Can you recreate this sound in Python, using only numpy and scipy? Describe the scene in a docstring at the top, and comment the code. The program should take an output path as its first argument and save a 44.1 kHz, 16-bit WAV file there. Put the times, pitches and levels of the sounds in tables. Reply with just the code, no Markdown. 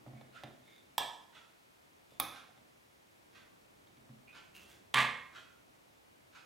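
"""The controls of a wall-mounted water heater, heard close by: a knob clicks off and on again, as damped
modes with noise bursts, then a rocker switch snaps and sets the hollow case rattling (random impacts) and ringing.
Fingers bump (case modes, noise taps) and rub (grainy noise) on the plastic; the case rumbles under the press.
A wall clock ticks once a second, mostly as reverberation of a hard, quiet room.
Coloured noise forms the room's hiss and drifting low rumble."""
import sys
import numpy as np
from scipy import signal
from scipy.fft import rfft, irfft, next_fast_len
from scipy.io import wavfile
from scipy.ndimage import uniform_filter1d

SR = 44100
rng = np.random.default_rng(int(sys.argv[2]) if len(sys.argv) > 2 else 0)


def master(y):
    """Save y as 16-bit WAV."""
    cut = np.clip(np.atleast_2d(y).T, -1, 1)
    pcm = np.round(cut * 32767)  # scale
    wavfile.write(sys.argv[1], SR, pcm.astype(np.int16))


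N = 284445
TIME = np.arange(N) / SR  # seconds through the scene
AGE = np.arange(SR) / SR  # seconds since the onset of a short sound

# Resonances of the hollow case. Each row: frequency in Hz, 60 dB decay time in s, relative level in dB.
CASE = [(74, 0.83, -24), (128.4, 0.38, 1.5), (161, 0.68, -17), (222, 0.49, -9), (252.7, 0.52, -9),
        (294, 0.096, -3.5)]


def amp(db):
    """Level law: a gain is ten to the power of dB / 20."""
    return 10 ** (np.asarray(db) / 20)


def unit(x):
    """Normalization: scale a signal to rms 1."""
    return x / np.sqrt(np.mean(x ** 2) + 1e-20)


def along(points, hz):
    """Logarithmic pitch scale: read (Hz, value) points by interpolation over log frequency."""
    f, v = np.transpose(points)
    return np.interp(np.log(hz + 1), np.log(f + 1), v)


def fade(t, t60):
    """Exponential decay: the level falls 60 dB in t60 seconds."""
    return np.exp(-np.log(1000) * t / t60)


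def swell(start, rise_db, attack, hold, t60):
    """Growth and decay: a gain sets in rise_db under its top, climbs, holds, then dies away."""
    t = TIME - start
    climb = amp(rise_db * (np.clip(t / attack, 0, 1) - 1))
    return (t >= 0) * climb * fade(np.maximum(t - attack - hold, 0), t60)


def filtered(x, response):
    """Linear filtering: multiply the spectrum by a complex response of frequency."""
    n = x.shape[-1]
    m = next_fast_len(n + 8192)  # zero padding
    spectrum = rfft(x, m) * response(np.fft.rfftfreq(m, 1 / SR))
    return irfft(spectrum, m)[..., :n]


def noise(colour, size):
    """Spectral shaping: white noise takes a given colour, at rms 1."""
    return unit(filtered(rng.standard_normal(size), lambda hz: amp(along(colour, hz))))


def spread(pair, alike):
    """Interchannel coherence: mix two unrelated signals into a left and right of given likeness."""
    def weights(hz):
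        turn = np.arccos(np.clip(along(alike, hz), -1, 1)) / 2
        return np.array([np.cos(turn), np.sin(turn)])

    mid, side = filtered(pair, weights)
    return np.array([mid + side, mid - side])


def add(track, s, sound):
    """Superposition: mix a sound into the track, in place, at s seconds."""
    part = track[..., max(round(s * SR), 0):][..., :sound.shape[-1]]
    part += sound[..., :part.shape[-1]]


def crack(colour, t60):
    """Contact noise: an impact of rough surfaces is a decaying burst of coloured noise."""
    return noise(colour, size=SR) * fade(AGE, t60)


def ring(modes, attack=0., cycles=0.):
    """Modal synthesis: damped sines build up over attack seconds plus some of their own cycles."""
    total = np.zeros(SR)
    for k, (hz, t60, db) in enumerate(modes):
        sign = (-1) ** k  # neighbours in opposite sign
        level = amp(db + rng.normal(0, 0.95))
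        build = 1 - np.exp(-AGE / (attack + cycles / hz))
        total += sign * level * fade(AGE, t60) * build * np.sin(2 * np.pi * hz * AGE)
    return total


def room(sound, alike, build=0.0052):
    """Reverberation: convolve with a diffuse stereo tail whose decay time depends on frequency."""
    # Decay of the room. Each row: frequency in Hz, 60 dB decay time in seconds.
    room_t60 = [(120, 0.45), (1000, 0.61), (3500, 0.51), (8000, 0.56), (15000, 0.28)]
    # Colour of the reverberant field. Each row: frequency in Hz, relative level in dB.
    room_send = [(120, 5.5), (400, 5), (900, -3.5), (2000, 0), (4000, -3), (7000, -5), (11000, -10.5),
                 (15000, -12.5)]
    hz, t, z = signal.stft(rng.standard_normal((2, SR * 3 // 4)), SR, nperseg=256)
    envelope = fade(t, along(room_t60, hz)[:, None]) * (1 - np.exp(-t / build))
    tail = signal.istft(z * envelope, SR, nperseg=256)[1]
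    tail = spread(tail / np.linalg.norm(tail[0]), alike)
    tail = filtered(tail, lambda f: amp(along(room_send, f)))
    return signal.fftconvolve(sound[None], tail, axes=1)[:, :len(sound)]


def near(sound, wet_db):
    """Direct and reverberant field: a sound on the heater is followed by the room's answer."""
    # Coherence of the reverberation. Each row: frequency in Hz, left-right likeness from -1 to 1.
    near_alike = [(120, 0.99), (300, 0.63), (900, 0.68), (3000, 0.82), (10000, 0.98)]
    return sound + amp(wet_db) * room(sound, near_alike)


def knob():
    """Snap action: the cam lets a sprung contact jump over, exciting damped modes and contact noise."""
    # Modes of the knob's switch. Each row: frequency in Hz, 60 dB decay time in s,
    # relative level in dB turning off, relative level in dB turning on.
    knob_modes = [(350, 0.011, -48, -31), (765, 0.011, -17, -21), (938, 0.019, -18, -29),
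                  (1064, 0.022, -28.5, -23.5), (1271, 0.034, -36.5, -29.5), (1717, 0.04, -33.5, -39),
                  (2370, 0.009, -31.5, -24.5), (3300, 0.016, -29, -41), (3520, 0.018, -27, -26),
                  (3880, 0.019, -65, -36), (5200, 0.022, -36, -45), (8050, 0.025, -36, -56),
                  (10420, 0.013, -38, -26), (13800, 0.016, -41, -30)]
    # Contact noise turning off. Each row: frequency in Hz, relative spectral level in dB per Hz.
    off_crack = [(50, -20), (300, -3), (1500, -8), (3500, 5.5), (6000, -5), (10000, -8.5), (13500, 5.5),
                 (16000, -13)]
    # Contact noise turning on. Each row: frequency in Hz, relative spectral level in dB per Hz.
    on_crack = [(50, -37), (260, -9.5), (1500, -2), (3500, -7), (6000, -8), (8300, -19), (10500, 0.5),
                (12500, -3.5), (14500, 4), (16000, -2)]
    off_s, on_s = 0.98, 2.1995  # the contact opens, then closes
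    out = np.zeros((2, N))
    hz, t60, off_db, on_db = np.transpose(knob_modes)
    off = amp(2.5) * ring(zip(hz, t60, off_db), cycles=2.1) + amp(-27.5) * crack(off_crack, t60=0.031)
    add(off, .0048, amp(-27.5) * crack(off_crack, t60=0.0029))  # the contact bounces once
    on = amp(-1.5) * ring(zip(hz, t60, on_db), cycles=0.86) + amp(-21) * crack(on_crack, t60=0.022)
    add(out, off_s, near(off, wet_db=1.0))
    add(out, on_s, near(on, wet_db=0.5))
    add(out, on_s, amp(-56.5) * ring(CASE, attack=0.016))  # the harder snap booms faintly in the case
    return out


def rocker():
    """Impact excitation: the switch's snap starts a rattle, the panel's modes and the boom of the case."""
    # Release, then landing of the switch. Each row: start in seconds, relative level in dB.
    snaps = [(4.9405, -27), (4.9436, -19)]
    # Contact noise of the switch. Each row: frequency in Hz, relative spectral level in dB per Hz.
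    rocker_crack = [(50, -42), (200, -39), (700, 3.5), (1200, 5), (3500, 2.5), (4800, -10.5), (9000, -10.5),
                    (16000, -23)]
    # Modes of the front panel. Each row: frequency in Hz, relative level in dB.
    panel = [(726.7, -51), (807.5, -70), (866.7, -71), (1044, -43.5), (1130, -49), (1217, -51), (1572, -63),
             (1680, -59), (1712, -45), (1766, -55), (1825, -72), (2035, -64), (2159, -44), (2207, -59),
             (2250, -53), (2326, -51), (2400, -44), (2616, -56), (2762, -71), (2885, -61), (3295, -57),
             (3386, -51), (3494, -55), (3596, -67), (3784, -61), (3828, -57), (4134, -74), (4393, -58)]
    landing = snaps[-1][0]
    out = rattle(landing)
    for s, db in snaps:
        add(out, s, amp(db) * crack(rocker_crack, t60=0.016))
    panel_modes = [(hz, .42, db) for hz, db in panel]
    add(out, landing, amp(11.5) * ring(panel_modes, attack=0.025))
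    out = near(out, wet_db=-5.5)
    add(out, landing, amp(-31) * ring(CASE, attack=0.044))
    return out


def rattle(start, rate=1400, fizz=1.0):
    """Shot noise: loose plastic parts chatter in random impacts, rate per second, mixed with noise."""
    # Colour of the chatter. Each row: frequency in Hz, relative spectral level in dB per Hz.
    rattle_colour = [(30, -55), (330, -24), (500, -12.5), (780, -10.5), (1150, 3.5), (1350, -9), (1750, 1),
                     (2350, -3.5), (2800, -7.5), (3600, -7), (4500, -18), (5500, -24.5), (8500, -25),
                     (16000, -41)]
    impacts = (rng.random(N) < rate / SR) * rng.choice([-1, 1], N)
    excitation = unit(impacts) + fizz * rng.standard_normal(N)
    chatter = filtered(excitation, lambda hz: amp(along(rattle_colour, hz)))
    return amp(-27.5) * unit(chatter) * swell(start, rise_db=7, attack=0.022, hold=0.039, t60=0.31)


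def grip():
    """Forced vibration: the case rumbles faintly as a finger's force on the rocker builds, then eases."""
    # Colour of the rumble. Each row: frequency in Hz, relative spectral level in dB per Hz.
    grip_colour = [(20, -45), (45, -18), (68, 3), (110, 0), (250, -18), (900, -63)]
    force = swell(3.92, rise_db=23, attack=0.81, hold=0.14, t60=1.1)
    return amp(-72.5) * force * noise(grip_colour, size=N)


def bumps():
    """Contact stiffness: soft fingertips thud in the case modes; nails and the knob's play knock and tick."""
    # Fingers meeting knob and case. Each row: start in seconds, then relative levels in dB
    # of the thud, the knock and the tick.
    contacts = [(.064, -50, -49, -80), (.080, -57, -54.5, -69), (.133, -49, -55.5, -71),
                (0.173, -76, -71, -65), (.211, -84, -49.5, -58.5), (0.4357, -51.5, -44, -44.5),
                (.476, -71, -54, -74), (2.121, -68, -58, -79), (2.49, -79, -60.5, -75),
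                (2.576, -70.5, -58.5, -65), (3.872, -71, -73, -64), (3.97, -63, -70, -64.5),
                (4.092, -52.5, -58, -73)]
    # Colour of the knock. Each row: frequency in Hz, relative spectral level in dB per Hz.
    knock_colour = [(40, -31), (100, -18), (260, -5), (430, -6.5), (680, 4), (950, -8), (1600, -21),
                    (5000, -41)]
    # Colour of the tick. Each row: frequency in Hz, relative spectral level in dB per Hz.
    tick_colour = [(500, -15), (1300, -7), (2100, 4.5), (2700, -10), (3450, 6), (4500, -11), (7000, -20),
                   (15000, -27)]
    thuds, taps = np.zeros(N), np.zeros(N)
    for s, thud_db, knock_db, tick_db in contacts:
        add(thuds, s, amp(thud_db) * ring(CASE, attack=0.0054))
        knock = amp(knock_db) * crack(knock_colour, t60=0.045)
        add(taps, s, knock + amp(tick_db) * crack(tick_colour, t60=0.039))
    return near(thuds, wet_db=-8.0) + near(taps, wet_db=-3)


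def rubs(width_hz=280, grain_db=4.5):
    """Sliding friction: skin on plastic gives a grainy hiss with one faint squeaky resonance."""
    # Strokes of the skin. Each row: start in seconds, length in seconds, resonance in Hz,
    # relative level of the resonance in dB, relative level of the hiss in dB.
    strokes = [(0.144, 0.088, 2180, -69, -83), (0.632, 0.31, 3600, -72.5, -75),
               (0.631, 0.27, 2200, -75, -91), (2.09, 0.12, 3500, -75, -72.5),
               (4.271, 0.067, 2520, -59, -78.5), (4.541, 0.11, 2725, -59, -61),
               (4.598, 0.16, 3200, -73, -68), (4.678, 0.15, 3400, -77, -64)]
    # Colour of the hiss. Each row: frequency in Hz, relative spectral level in dB per Hz.
    skin = [(500, -5.5), (2000, -0.5), (5500, -4), (9000, -7.5), (15000, -8.5)]
    out = np.zeros(N)
    for s, length, hz, squeak_db, hiss_db in strokes:
        n = int(length * SR)
        envelope = np.sin(np.pi * np.linspace(0, 1, n) ** 0.45) ** 2  # quick rise, slower fall
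        squeak = unit(filtered(rng.standard_normal(n), lambda f: 1 / (1 + (2 * (f - hz) / width_hz) ** 2)))
        roughness = unit(uniform_filter1d(rng.standard_normal(n), size=60))
        grain = unit(amp(grain_db * roughness))
        add(out, s, envelope * grain * (amp(squeak_db) * squeak + amp(hiss_db) * noise(skin, size=n)))
    return near(out, wet_db=1.5)


def clock(lead=0.022, settle=.011):
    """Escapement impacts in a diffuse field: the gears stir, step and settle, heard mostly via the room."""
    # Strength of the ticks in turn: one relative level in dB for each.
    tick_levels = [-43, -44, -40.5, -45, -42, -39, -42.5]
    # Colour of the tick. Each row: frequency in Hz, relative spectral level in dB per Hz.
    clock_colour = [(60, -39), (450, -27), (650, -10.5), (900, -10.5), (1250, -2), (1450, 4.5),
                    (1650, -5.5), (2200, -7.5), (2900, -5.5), (3220, -7.5), (3500, -5.5), (5000, -15.5),
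                    (6500, -16), (10000, -26), (16000, -30)]
    # Coherence of the reverberation. Each row: frequency in Hz, left-right likeness from -1 to 1.
    far_alike = [(200, 0.41), (900, 0.32), (2500, 0.72), (8000, 0.81)]
    first_s, period_s = .349, 1
    out = np.zeros((2, N))
    for k, db in enumerate(tick_levels):
        s = first_s + k * period_s  # the step itself
        tick = amp(-9.5) * crack(clock_colour, t60=0.048)
        add(tick, lead, crack(clock_colour, t60=0.033))
        add(tick, lead + settle, amp(-2) * crack(clock_colour, t60=0.026))
        add(out, s - lead, amp(db) * (amp(-14) * tick + room(tick, far_alike, build=0.0021)))
    return out


def hush(split_hz=700):
    """Partly coherent background noise: the room's slowly drifting low rumble under a steady hiss."""
    # Colour of the background. Each row: frequency in Hz, relative spectral level in dB per Hz.
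    quiet = [(12, -36), (20, -17), (91, -6), (234, -4.5), (301, -2.5), (337, -3), (499, -5.5), (558, -4),
             (698, -5.5), (873, -6), (1530, -11.5), (2320, -12), (4670, -20), (11800, -26), (16000, -30)]
    # Coherence of the background. Each row: frequency in Hz, left-right likeness from -1 to 1.
    quiet_alike = [(60, 0.96), (150, 0.46), (380, -0.45), (950, -0.6), (2380, -0.37), (5980, 0.54),
                   (15000, 0.99)]
    # Drift of the low rumble. Each row: time in seconds, gain on the low part in dB.
    rumble = [(0, 5), (.8, 1), (1.601, -2.5), (2.4, 1), (3.0, -2.5), (3.4, 1.5), (4.6, 1.5), (6.45, -0.5)]
    air = spread(np.array([noise(quiet, size=N), noise(quiet, size=N)]), quiet_alike)
    low = filtered(air, lambda hz: 1 / (1 + (hz / split_hz) ** 2))
    hiss = air - low
    s, db = np.transpose(rumble)
    return amp(-63.5) * (hiss + low * amp(np.interp(TIME, s, db)))


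def scene():
    """Interchannel level and phase: all but the hush is a little louder, and leads in phase, at the right."""
    # Level difference. Each row: frequency in Hz, left minus right in dB.
    lean = [(150, -0.4), (400, -2.5), (900, -5), (2500, -3.5), (6000, -2.5), (14000, -1)]
    # Phase difference. Each row: frequency in Hz, phase in radians by which left leads right.
    lag = [(100, -0.22), (800, -0.22), (1400, -0.39), (2200, -0.13), (14000, -0.038)]
    sources = knob() + rocker() + grip() + bumps() + rubs() + clock()
    sides = np.array([[.5], [-.5]])  # half of each difference to left and to right

    def placement(hz):
        return amp(sides * along(lean, hz)) * np.exp(1j * sides * along(lag, hz))

    return filtered(sources, placement) + hush()


def record(dry, low_cut_hz=42, top_hz=15950):
    """Band limiting: the microphone sheds the deepest bass; the recorder keeps nothing above top_hz."""
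    return filtered(dry, lambda hz: hz ** 2 / np.hypot(hz ** 2, low_cut_hz ** 2) * (hz < top_hz))


dry = scene()
out = record(dry)
master(out)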